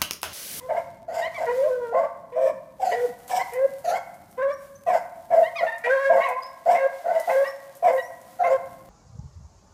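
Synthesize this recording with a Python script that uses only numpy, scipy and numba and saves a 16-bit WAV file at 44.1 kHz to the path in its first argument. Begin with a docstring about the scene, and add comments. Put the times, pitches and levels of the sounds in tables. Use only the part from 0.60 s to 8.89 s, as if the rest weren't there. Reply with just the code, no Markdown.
"""Bare winter woods: a pack of hounds runs a scent trail some tens of metres away.
Hoarse barks are chaotic pulses and noise through throat resonances; bays and high yelps are wavering partials.
The voices ring on among the trunks as a dense noise tail. Dry leaves crackle, twigs snap as short noise bursts,
a small bird chips in sliding sines, and banded noise rumbles far off."""
import sys
import numpy as np
from scipy import signal
from scipy.io import wavfile
from scipy.ndimage import uniform_filter1d
from numba import njit

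SR = 44100
rng = np.random.default_rng(int(sys.argv[2]) if len(sys.argv) > 2 else 0)


def nominal_scale(level):
    """Amplitude ratio for a level in decibels (scalar or array-like)."""
    x = np.asarray(level, float) / 20
    return 10 ** x


def persist_wave(psi):
    """Save psi, clipped to +-1, as 16-bit WAV."""
    counts = np.round(np.clip(psi, -1, 1) * 32767).astype(np.int16)
    wavfile.write(sys.argv[1], SR, np.atleast_2d(counts).T)


N = 365588  # samples, about 8.3 s
T = np.arange(N) / SR


def level(x, db):
    """Set the rms level in dB."""
    return x * nominal_scale(db) / np.sqrt(np.mean(x ** 2))


@njit
def svf(x, hz, width):
    """State-variable band-pass with a moving centre, gain 1 at the centre."""
    y, b, l = np.empty(len(x)), 0., 0.
    for i in range(len(x)):
        g, k = np.tan(np.pi * hz[i] / SR), width / hz[i]
        v = (b + g * (x[i] - l)) / (1 + g * (g + k))
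        b, l, y[i] = 2 * v - b, l + 2 * g * v, k * v
    return y


def band(x, hz, width):
    """The same band-pass twice, for steep skirts."""
    hz = hz * np.ones(len(x))
    return svf(svf(x, hz, 1. * width), hz, 1. * width)


def walk(rate, size=N):
    """Smooth chance with spread 1 that changes about rate times a second."""
    k = max(int(SR / rate), 1)
    smooth = uniform_filter1d(uniform_filter1d(rng.standard_normal(size + 4 * k), k), k)
    return smooth[2 * k:2 * k + size] * np.sqrt(1.5 * k)


def calls(curves, voice, rise_s, fall_s):
    """Play each call from its curves, with a soft start and end."""
    out = np.zeros(N)
    for rows in curves:
        s, *columns = np.transpose(rows)
        a, b = int(s[0] * SR), min(int(s[-1] * SR), N)
        t = T[a:b]
        fade = np.clip(np.minimum((t - s[0]) / rise_s, (s[-1] - t) / fall_s), 0, 1)
        out[a:b] += fade * voice(*(np.interp(t, s, c) for c in columns))
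    return out


def partials(hz, weights, waver, rasp, settle_s, patchy=0.5):
    """Sines on multiples of a wavering pitch; overtones flutter until the voice settles, and come and go."""
    n = len(hz)
    unrest = np.exp(-(T[:n] / settle_s) ** 3)
    wavering_hz = hz * (1 + waver * (0.65 + unrest) * walk(139.3, n))
    phase = 2 * np.pi * np.cumsum(wavering_hz) / SR

    def flutter(m):
        rough = rasp * (m != 1) * (0.22 + unrest) * walk(206, n)
        patches = patchy * (m > 2) * np.maximum(unrest, m / 12) * walk(28.1, n)
        return 1 + rough + patches

    return np.sqrt(2) * sum(g * flutter(m) * np.sin(m * phase + m * m) for m, g in weights)


# throat resonances around the bark: (centre [Hz], width [Hz], gain [dB])
THROAT_RESONANCES = [(247, 190, -26.5), (538, 92.6, -3.5), (906, 104.5, -11), (1600, 119, -23),
                     (2100, 190, -26.5), (2600, 580, -45.5)]
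# mouth resonances that colour the breath: (centre [Hz], width [Hz], gain [dB])
BREATH_RESONANCES = [(2900, 2100, 0), (5010, 1700, 2.5), (7150, 2700, 1), (11250, 7100, -6)]


def bark(hz, db, rasp_db, hiss_db):
    """Vocal folds flap chaotically near the throat resonance: ragged pulses, torn rasp, a rush of breath."""
    n = len(hz)
    phase = np.cumsum(hz * (1 + 0.077 * walk(300, n))) / SR % 1
    flaps = nominal_scale(5.3 * np.tanh(walk(95.0, n))) * (np.exp(-phase / 0.042) - .12)
    folds = level(flaps, 0) + 1.51 * rng.standard_normal(n)
    throat = band(band(folds, hz, 150), hz, 150)
    jaw = 1 + 0.093 * walk(12.9, n)  # the jaw moves the upper resonances
    torn = nominal_scale(3 * np.tanh(walk(70, n)))  # rasp and breath come in uneven bursts
    for centre_hz, width_hz, gain_db in THROAT_RESONANCES:
        if centre_hz > 900:
            throat = throat + nominal_scale(gain_db + rasp_db) * torn * band(folds, centre_hz * jaw, width_hz)
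        else:
            throat = throat + nominal_scale(gain_db) * band(folds, centre_hz, width_hz)
    puffs = .5 + np.exp(-phase / 0.21)
    breath = rng.standard_normal(n) * puffs * torn * nominal_scale(2.7 * walk(30, n))
    hiss = sum(nominal_scale(d) * band(breath, f * jaw, w) for f, w, d in BREATH_RESONANCES)
    return nominal_scale(db) * level(throat, 0) + nominal_scale(hiss_db) * level(hiss, 0)


BARK_ATTACK_S, BARK_START_DB, BARK_RELEASE_S, BARK_END_DB = 0.029, -9.5, 0.035, -6.5
HISS_START_DB, HISS_PEAK_AT, HISS_END_DB = -12, 0.55, -8  # the breath peaks at this share of the length
RASP_START_DB, RASP_LAG_S = -4.5, 0.02  # the upper throat joins in late


def bark_shape(s, length, first_hz, last_hz, db, rasp_db, hiss_db):
    """Attack, hold, release; the throat resonance slides steadily, the breath swells and fades."""
    t = np.linspace(0, length, num=16)
    hz = first_hz + (last_hz - first_hz) * t / length
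    corners = [0, min(BARK_ATTACK_S, length / 2), max(length - BARK_RELEASE_S, length / 2), length]
    bark_db = db + np.interp(t, corners, [BARK_START_DB, 0, 0, BARK_END_DB])
    late_rasp_db = rasp_db + RASP_START_DB * np.exp(-(t / RASP_LAG_S) ** 2)
    from_peak = t / length - HISS_PEAK_AT
    before_db = HISS_START_DB * (from_peak / HISS_PEAK_AT) ** 2
    after_db = HISS_END_DB * (from_peak / (1 - HISS_PEAK_AT)) ** 2
    swell_db = np.where(from_peak < 0, before_db, after_db)
    return np.c_[s + t, hz, bark_db, late_rasp_db, hiss_db + swell_db]


# hoarse barks: (start [s], length [s], first throat resonance [Hz], last throat resonance [Hz],
# held level [dB], upper throat rasp [dB], peak breath hiss [dB])
HOARSE_BARKS = [(0.081, 0.14, 667, 654.6, -24, 8.5, -60.5), (0.474, 0.22, 680, 663.5, -27, 7.5, -49),
                (0.772, 0.1, 674, 670, -25.5, 8, -51), (1.316, 0.16, 668.4, 635, -21.5, 3.5, -60),
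                (1.747, 0.18, 643.4, 629, -23.5, 2.5, -53.5), (2.191, .18, 778, 675, -23, -1, -45),
                (2.689, .15, 779.5, 705, -24, 7.5, -39), (3.237, .16, 690.8, 705, -23, 5, -41.5),
                (4.259, 0.14, 684, 675, -18, 6, -47), (4.697, 0.16, 689, 652.5, -16, -0.5, -55),
                (4.998, 0.087, 672.4, 665, -20.5, 4.5, -58), (5.238, 0.066, 642, 636, -26.5, 11, -68),
                (5.483, 0.15, 652.7, 673.7, -16.5, 3, -55), (5.653, 0.087, 738.5, 719, -29, 15, -72),
                (6.052, 0.14, 688.3, 684.6, -16, 3.5, -46.5), (6.436, 0.19, 688.5, 623, -22.5, 3, -57),
                (6.668, 0.069, 744, 642, -17.5, 3.5, -73), (7.218, 0.14, 716, 627.5, -17.5, 3.5, -51),
                (7.784, 0.17, 745.5, 639.6, -21, 8, -50)]


def barks():
    """Hoarse voices: chaotic folds driving a sliding throat resonance."""
    return calls([bark_shape(*row) for row in HOARSE_BARKS], bark, rise_s=0.012, fall_s=0.02)


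MOUTH_WIDTH_HZ, MOUTH_RASP_DB, MOUTH_HISS_DB = 404, -9, -24  # rasp and hiss relative to the overtones
UPPER_THROAT_HZ, UPPER_THROAT_DB = 2700, -26


def bay(hz, db, second_db, upper_db, mouth_hz):
    """A howl: clear fundamental; overtones and breath are shaped by the mouth resonance."""
    n = len(hz)

    def resonance(m, centre_hz, width_hz):
        return 1 / (1 + ((m * hz - centre_hz) / width_hz) ** 2) ** 2

    def overtone(m):
        upper_throat = nominal_scale(UPPER_THROAT_DB) * resonance(m, UPPER_THROAT_HZ, 1800)
        return 0.015 / m + resonance(m, mouth_hz, MOUTH_WIDTH_HZ) + upper_throat

    weights = [(1, nominal_scale(db)), (2, nominal_scale(second_db))]
    weights += [(m, nominal_scale(upper_db) * overtone(m)) for m in range(3, 12)]
    voice = partials(hz, weights, waver=0.01, rasp=0.27, settle_s=0.22)
    breath = rng.standard_normal(n)
    rasp = level(band(breath, 0.96 * mouth_hz, 860), MOUTH_RASP_DB)
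    rasp = rasp * (0.28 + np.exp(-(T[:n] / 0.093) ** 2))  # roughest at the onset
    hiss = level(band(breath, 3700, 8300), MOUTH_HISS_DB)
    voice += nominal_scale(upper_db) * (rasp + hiss)
    return nominal_scale(1.8 * walk(30, n)) * voice


BAY_START_DB, BAY_ONSET_S, BAY_ONSET_DB, BAY_END_DB = -20.5, 0.17, -8, -6.5
SCOOP_S = 0.0734  # time constant of the climb to the top pitch
SECOND_FADE_DB_PER_S, OVERTONE_FADE_DB_PER_S = 48.5, 63
MOUTH_OPEN_HZ, MOUTH_CLOSING_HZ_PER_S = 2100, 3800


def bay_shape(s, swell, length, hz, scoop, db, second_db, upper_db):
    """The tone sets in, swells and dies; pitch scoops up; overtones fade as the mouth closes."""
    t = np.linspace(0, length, num=12)
    scooped_hz = hz * (1 - scoop * np.exp(-t / SCOOP_S))
    corners = [0, min(BAY_ONSET_S, swell / 2), swell, length]
    tone_db = db + np.interp(t, corners, [BAY_START_DB, BAY_ONSET_DB, 0, BAY_END_DB])
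    from_middle = t - length / 2
    return np.c_[s + t, scooped_hz, tone_db, second_db - SECOND_FADE_DB_PER_S * from_middle,
                 upper_db - OVERTONE_FADE_DB_PER_S * from_middle, MOUTH_OPEN_HZ - MOUTH_CLOSING_HZ_PER_S * t]


# short clear bays: (start [s], swell [s], length [s], top pitch [Hz], start below top pitch [share],
# peak level [dB], second partial at mid-length [dB], upper overtones at mid-length [dB])
CLEAR_BAYS = [(0.0, 0.056, 0.3, 547, 0.13, -37, -56, -70),
              (1.335, 0.0077, 0.14, 589.5, 0.16, -22.5, -34.5, -60),
              (1.719, 0.14, 0.17, 548.7, .14, -16.5, -46.5, -52),
              (2.307, 0.16, 0.16, 504.4, 0.15, -19, -51.5, -44.5),
              (2.919, 0.14, 0.15, 558, .18, -15, -48, -45),
              (6.147, 0.12, 0.13, 556, 0.066, -14.5, -40, -34),
              (6.688, 0.072, 0.16, 558.3, .1, -14, -39.5, -36),
              (7.275, 0.066, 0.13, 546, 0.082, -17.5, -40, -42),
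              (7.833, 0.088, 0.14, 528, 0.017, -17.5, -35, -39.5),
              (6.841, 0.03, 0.056, 617, 0.12, -50, -37, -45)]
# howls that follow their own course, one list each: (time [s], pitch [Hz], level [dB],
# second partial [dB], upper overtones [dB], mouth resonance [Hz])
FREE_HOWLS = [
    [(0.86, 470.3, -34, -47, -40.5, 1770), (0.894, 481.3, -22, -24.5, -36, 1770),
     (0.946, 496, -24.5, -43, -45, 1880), (1.0, 526, -20, -60, -58, 1830),
     (1.048, 590, -20, -58, -56, 2670), (1.09, 648, -23, -63, -66, 2600)],
    [(1.03, 527.3, -26, -56, -51, 1600), (1.088, 514, -27, -42, -52, 1600),
     (1.134, 504.3, -24.5, -68, -50.5, 1500), (1.21, 488, -27.5, -42, -47, 1480),
     (1.288, 461, -37, -46, -49, 1490), (1.335, 475, -22.5, -39, -44, 1500)],
    [(3.77, 496, -50, -50, -46, 1600), (3.784, 504, -27, -37.5, -43, 1600),
     (3.83, 532, -21.5, -32.5, -36, 1804), (3.866, 549.5, -16.5, -34, -43.5, 1770),
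     (3.91, 571.4, -24, -40, -36, 1860), (3.94, 589, -57, -41, -46, 1750)],
    [(5.6, 533.4, -37, -27, -33.5, 2100), (5.64, 554, -46, -31.5, -36.5, 2320),
     (5.665, 532, -43, -27, -32, 2100), (5.69, 490.5, -38, -34, -39, 2230),
     (5.73, 508, -33, -30, -43, 2140), (5.765, 511.7, -38, -35, -60, 2000), (5.8, 529, -55, -26, -47, 1920)],
    [(5.236, 468, -41, -53, -20, 1950), (5.25, 483, -29.5, -46, -26, 1900),
     (5.265, 484.2, -27.5, -39, -26, 2190), (5.283, 489.3, -26.5, -29, -36, 2200),
     (5.304, 521, -20.5, -42, -28, 1700), (5.348, 545.3, -20, -40, -34, 1700),
     (5.385, 532.5, -21, -30.5, -31.5, 1580), (5.418, 556, -23.5, -31.5, -28.5, 1660),
     (5.458, 551.7, -23.5, -44, -29, 1760), (5.5, 539, -21.5, -40, -34, 1600),
     (5.564, 540.5, -16, -43, -41, 1640), (5.595, 550, -23, -26, -39, 1610)],
]


def bays():
    """Clear voices: a strong fundamental with mouth-shaped overtones."""
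    return calls([bay_shape(*row) for row in CLEAR_BAYS] + FREE_HOWLS, bay, rise_s=0.0098, fall_s=0.0096)


# the voice drops away as a bay runs out of breath: (start [s], level before its fades [dB])
BREATH_DROPS = [(1.899, -46), (2.461, -43.5), (3.064, -51)]


def drops():
    """A faint sine that slides down more than an octave."""
    out, t = np.zeros(N), T[:3300]
    slide = np.sin(2 * np.pi * np.cumsum(80 + 400 * np.exp(-t / 0.042)) / SR)
    slide = slide * np.sin(np.pi * t / t[-1]) ** .5 * np.exp(-t / 0.18)
    for s, db in BREATH_DROPS:
        a = int(s * SR)
        out[a:a + len(t)] += nominal_scale(db) * slide
    return out


# partials of a yelp, where 1 is its loud second partial: (multiple [ratio], gain [dB])
YELP_OVERTONES = [(.5, -5), (1, 5), (1.5, -11), (2, -14), (2.5, -25.5)]


def yelp(hz, db, top_db):
    """A thin voice an octave up, with a coarse bright start; its top partials fade or grow apart."""
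    weights = [(m, nominal_scale(d + (m > 1) * top_db)) for m, d in YELP_OVERTONES]
    voice = partials(hz, weights, waver=0.0084, rasp=0.68, settle_s=0.24)
    coarse = band(rng.standard_normal(len(hz)), 1.1 * hz, 2500) * np.exp(-(T[:len(hz)] / 0.015) ** 2)
    return nominal_scale(db) * (voice + level(coarse, -14.5))


YELP_ATTACK_S, YELP_START_DB, YELP_END_DB = 0.014, -10, -10.5


def yelp_shape(s, length, first_hz, last_hz, glide_s, db, fade_db_per_s):
    """Quick attack, a glide that eases in and out, then a fade."""
    t = np.linspace(0, length, num=16)
    hz = first_hz + (last_hz - first_hz) * np.sin(np.pi / 2 * np.minimum(t / glide_s, 1)) ** 2
    corners = [0, YELP_ATTACK_S, length / 2, length]
    yelp_db = db + np.interp(t, corners, [YELP_START_DB, 0, 0, YELP_END_DB])
    return np.c_[s + t, hz, yelp_db, -fade_db_per_s * t]


# high yelps, pitched by their loud second partial: (start [s], length [s], first pitch [Hz],
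# pitch glided towards [Hz], glide [s], level [dB], fade of the top partials [dB per s])
HIGH_YELPS = [(0.613, 0.076, 1860, 2190, 0.084, -37, -40), (0.742, 0.072, 2316, 2013, 0.062, -41.5, 103),
              (2.314, 0.045, 1962, 1895, 0.063, -34.5, 40), (2.79, 0.048, 1924, 2100, 0.035, -35.5, 99),
              (3.335, 0.068, 2023, 2203, 0.042, -43, 60), (4.827, 0.075, 1820, 2160, 0.072, -38.5, 52),
              (4.954, 0.036, 2420, 2460, 0.037, -36, 58), (4.976, 0.058, 2260, 1915, 0.038, -34.5, 62),
              (5.064, 0.062, 1828, 1801, 0.044, -33, 204), (5.11, 0.08, 1850, 1815, 0.091, -46, 64),
              (5.609, 0.066, 1860, 1967, 0.05, -38, 42), (6.546, 0.14, 1965, 1992, 0.056, -48, 54),
              (6.837, 0.061, 1780, 1928, 0.036, -39.5, 94), (7.371, 0.059, 1898, 1948, 0.034, -38, 120)]


def yelps():
    """High voices, loudest on the second partial."""
    return calls([yelp_shape(*row) for row in HIGH_YELPS], yelp, rise_s=0.004, fall_s=0.015)


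# echo of the woods by band: (centre [Hz], time to fall 60 dB [s], gain within the tail [dB])
ECHO_BANDS = [(268, 1.5, -11.5), (650, 0.4, -7), (1065, 1.43, 6.5), (1800, 0.59, 13.5), (5200, 0.36, 13.5),
              (10000, 0.24, -47)]


def woods(x):
    """Trunks scatter the sound back as a dense tail that builds up and loses its treble first."""
    t = T[:2 * SR]
    noise = rng.standard_normal(len(t)) * (1 - np.exp(-t / 0.0027))
    # a full-band noise tail sounds along with the bands and falls 60 dB in 0.42 s
    full_band = nominal_scale(10.5 - 60 * t / 0.42) * noise
    bands = sum(nominal_scale(db - 60 * t / t60) * band(noise, hz, 1.25 * hz) for hz, t60, db in ECHO_BANDS)
    tail = full_band + bands
    tail = nominal_scale(-10) * tail / np.sqrt(np.sum(tail ** 2))  # tail energy -10 dB
    return signal.fftconvolve(x, tail)[:N]


# paws in dry leaves: (time [s], rustle level [dB], lift of its treble [dB])
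LEAF_RUSTLE = [(0.0, -59, 0), (0.51, -62.5, -3.5), (0.74, -48, -3.5), (1.57, -64, -1), (2.24, -62.5, 0.5),
               (2.35, -51, -2.5), (2.67, -58, 3.5), (2.7, -38.5, -1), (2.79, -53, 2.5), (3.55, -61, 2.5),
               (4.2, -59.5, 4.5), (4.901, -56.5, 1.5), (6.12, -54, -0.5), (6.39, -55.5, -1.5),
               (6.74, -47, 0), (6.9, -52, 0.5), (7.18, -56, 0), (7.341, -56, 11), (7.62, -56.5, 2),
               (8.29, -56.5, 2)]


def leaves():
    """Dense tiny crackles of uneven size over a soft hiss."""
    sizes = rng.standard_normal(N) * nominal_scale(4.3 * np.minimum(rng.exponential(size=N), 4))
    crackle = (rng.random(N) < 900 / SR) * sizes  # about 900 a second
    grains = level(crackle, -4.5) + rng.standard_normal(N) * nominal_scale(3.3 * walk(10.4))
    s, db, treble_db = np.transpose(LEAF_RUSTLE)
    treble = nominal_scale(np.interp(T, s, treble_db)) * band(grains, 9860, 26000)
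    middle = nominal_scale(3.5) * band(grains, 3400, 8500)
    low = nominal_scale(10.5) * band(grains, 890, 2160)
    return level(treble + middle + low, 0) * nominal_scale(np.interp(T, s, db))


# twig snaps: (time [s], burst level before the band-pass [dB])
TWIG_SNAPS = [(2.4603, -41.5), (2.589, -45), (2.679, -31), (2.724, -41), (2.936, -32), (3.1914, -41),
              (3.542, -43), (7.615, -43), (5.1827, -39), (5.56, -41), (5.688, -32), (6.5992, -27.5),
              (7.152, -37.5), (7.169, -39), (3.713, -42.5)]


def snaps():
    """Each twig breaks with a bright tick and a weaker noise tail that dies over some tens of milliseconds."""
    out, t = np.zeros(N + 2000), T[:2000]
    for s, db in TWIG_SNAPS:
        a = int(s * SR)
        tick_and_tail = np.exp(-t / 0.00049) + 0.34 * np.exp(-t / 0.02)
        out[a:a + len(t)] += nominal_scale(db) * rng.standard_normal(len(t)) * tick_and_tail
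    return band(out[:N], 10300, 19000)


def chip(hz, db):
    """A thin wavering whistle."""
    return nominal_scale(db) * partials(hz, [(1, 1)], waver=.003, rasp=0, settle_s=1)


CHIP_ATTACK_S, CHIP_START_DB, CHIP_END_DB = .008, -10, -6


def chip_shape(s, length, hz, rise, db):
    """Quick attack, an upward slide, then a fade."""
    return [(s, hz, db + CHIP_START_DB),
            (s + CHIP_ATTACK_S, hz * (1 + rise * CHIP_ATTACK_S / length), db),
            (s + length, hz * (1 + rise), db + CHIP_END_DB)]


# bird chips: (start [s], length [s], first pitch [Hz], rise in pitch [share], peak level [dB])
BIRD_CHIPS = [(3.922, 0.033, 5460, 0.058, -51.5), (4.15, 0.019, 5830, 0.11, -51),
              (5.819, 0.057, 4900, 0.073, -44.5), (6.87, 0.04, 5140, 0.083, -45.5),
              (7.42, 0.059, 5400, 0.12, -53.5)]


def chips():
    """A small bird: short whistles that slide upward."""
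    return calls([chip_shape(*row) for row in BIRD_CHIPS], chip, rise_s=0.0049, fall_s=0.0041)


# colour of the rumble: (frequency [Hz], relative density [dB per Hz])
RUMBLE_COLOUR = [(18, -37), (30, -7), (129, -1), (223, -2), (389, -12), (430, -35), (560, -33), (950, -120)]
# distant rumble: (time [s], level [dB])
RUMBLE_LEVEL = [(0.0, -56), (4.71, -57.5), (4.95, -60.5), (5.66, -65.5), (7.09, -63), (8.29, -55.5)]


def rumble():
    """Far rumble in half-octave bands that swell together and flicker alone."""
    out, (f, d) = 0, np.transpose(RUMBLE_COLOUR)
    swell = walk(1.7)
    for hz in 35 * 2 ** np.arange(0, 4, .5):
        band_db = np.interp(np.log(hz), np.log(f), d) + 10 * np.log10(hz)
        moving_db = band_db + 1.5 * swell + 1.97 * walk(4)
        out = out + nominal_scale(moving_db) * level(band(rng.standard_normal(N), hz, hz / 2), 0)
    return level(out, 0) * nominal_scale(np.interp(T, *np.transpose(RUMBLE_LEVEL)))


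def scene():
    """Voices and their echo over the ground sounds and the rumble."""
    voices = barks() + bays() + drops() + yelps() + chips()
    return (voices + woods(voices) + leaves() + snaps() + rumble())[None]


def roll_off(x):
    """The treble ends steeply here."""
    return signal.sosfilt(signal.butter(12, 15800, fs=SR, output="sos"), x)


def record(dry):
    """The microphone drops the very top and the deepest bass."""
    no_top = signal.sosfilt(signal.ellip(8, .2, 60, 15300, fs=SR, output="sos"), dry)
    mix = signal.sosfilt(signal.butter(3, 45, "high", fs=SR, output="sos"), no_top)
    return roll_off(mix)


dry = scene()
out = record(dry)
persist_wave(out)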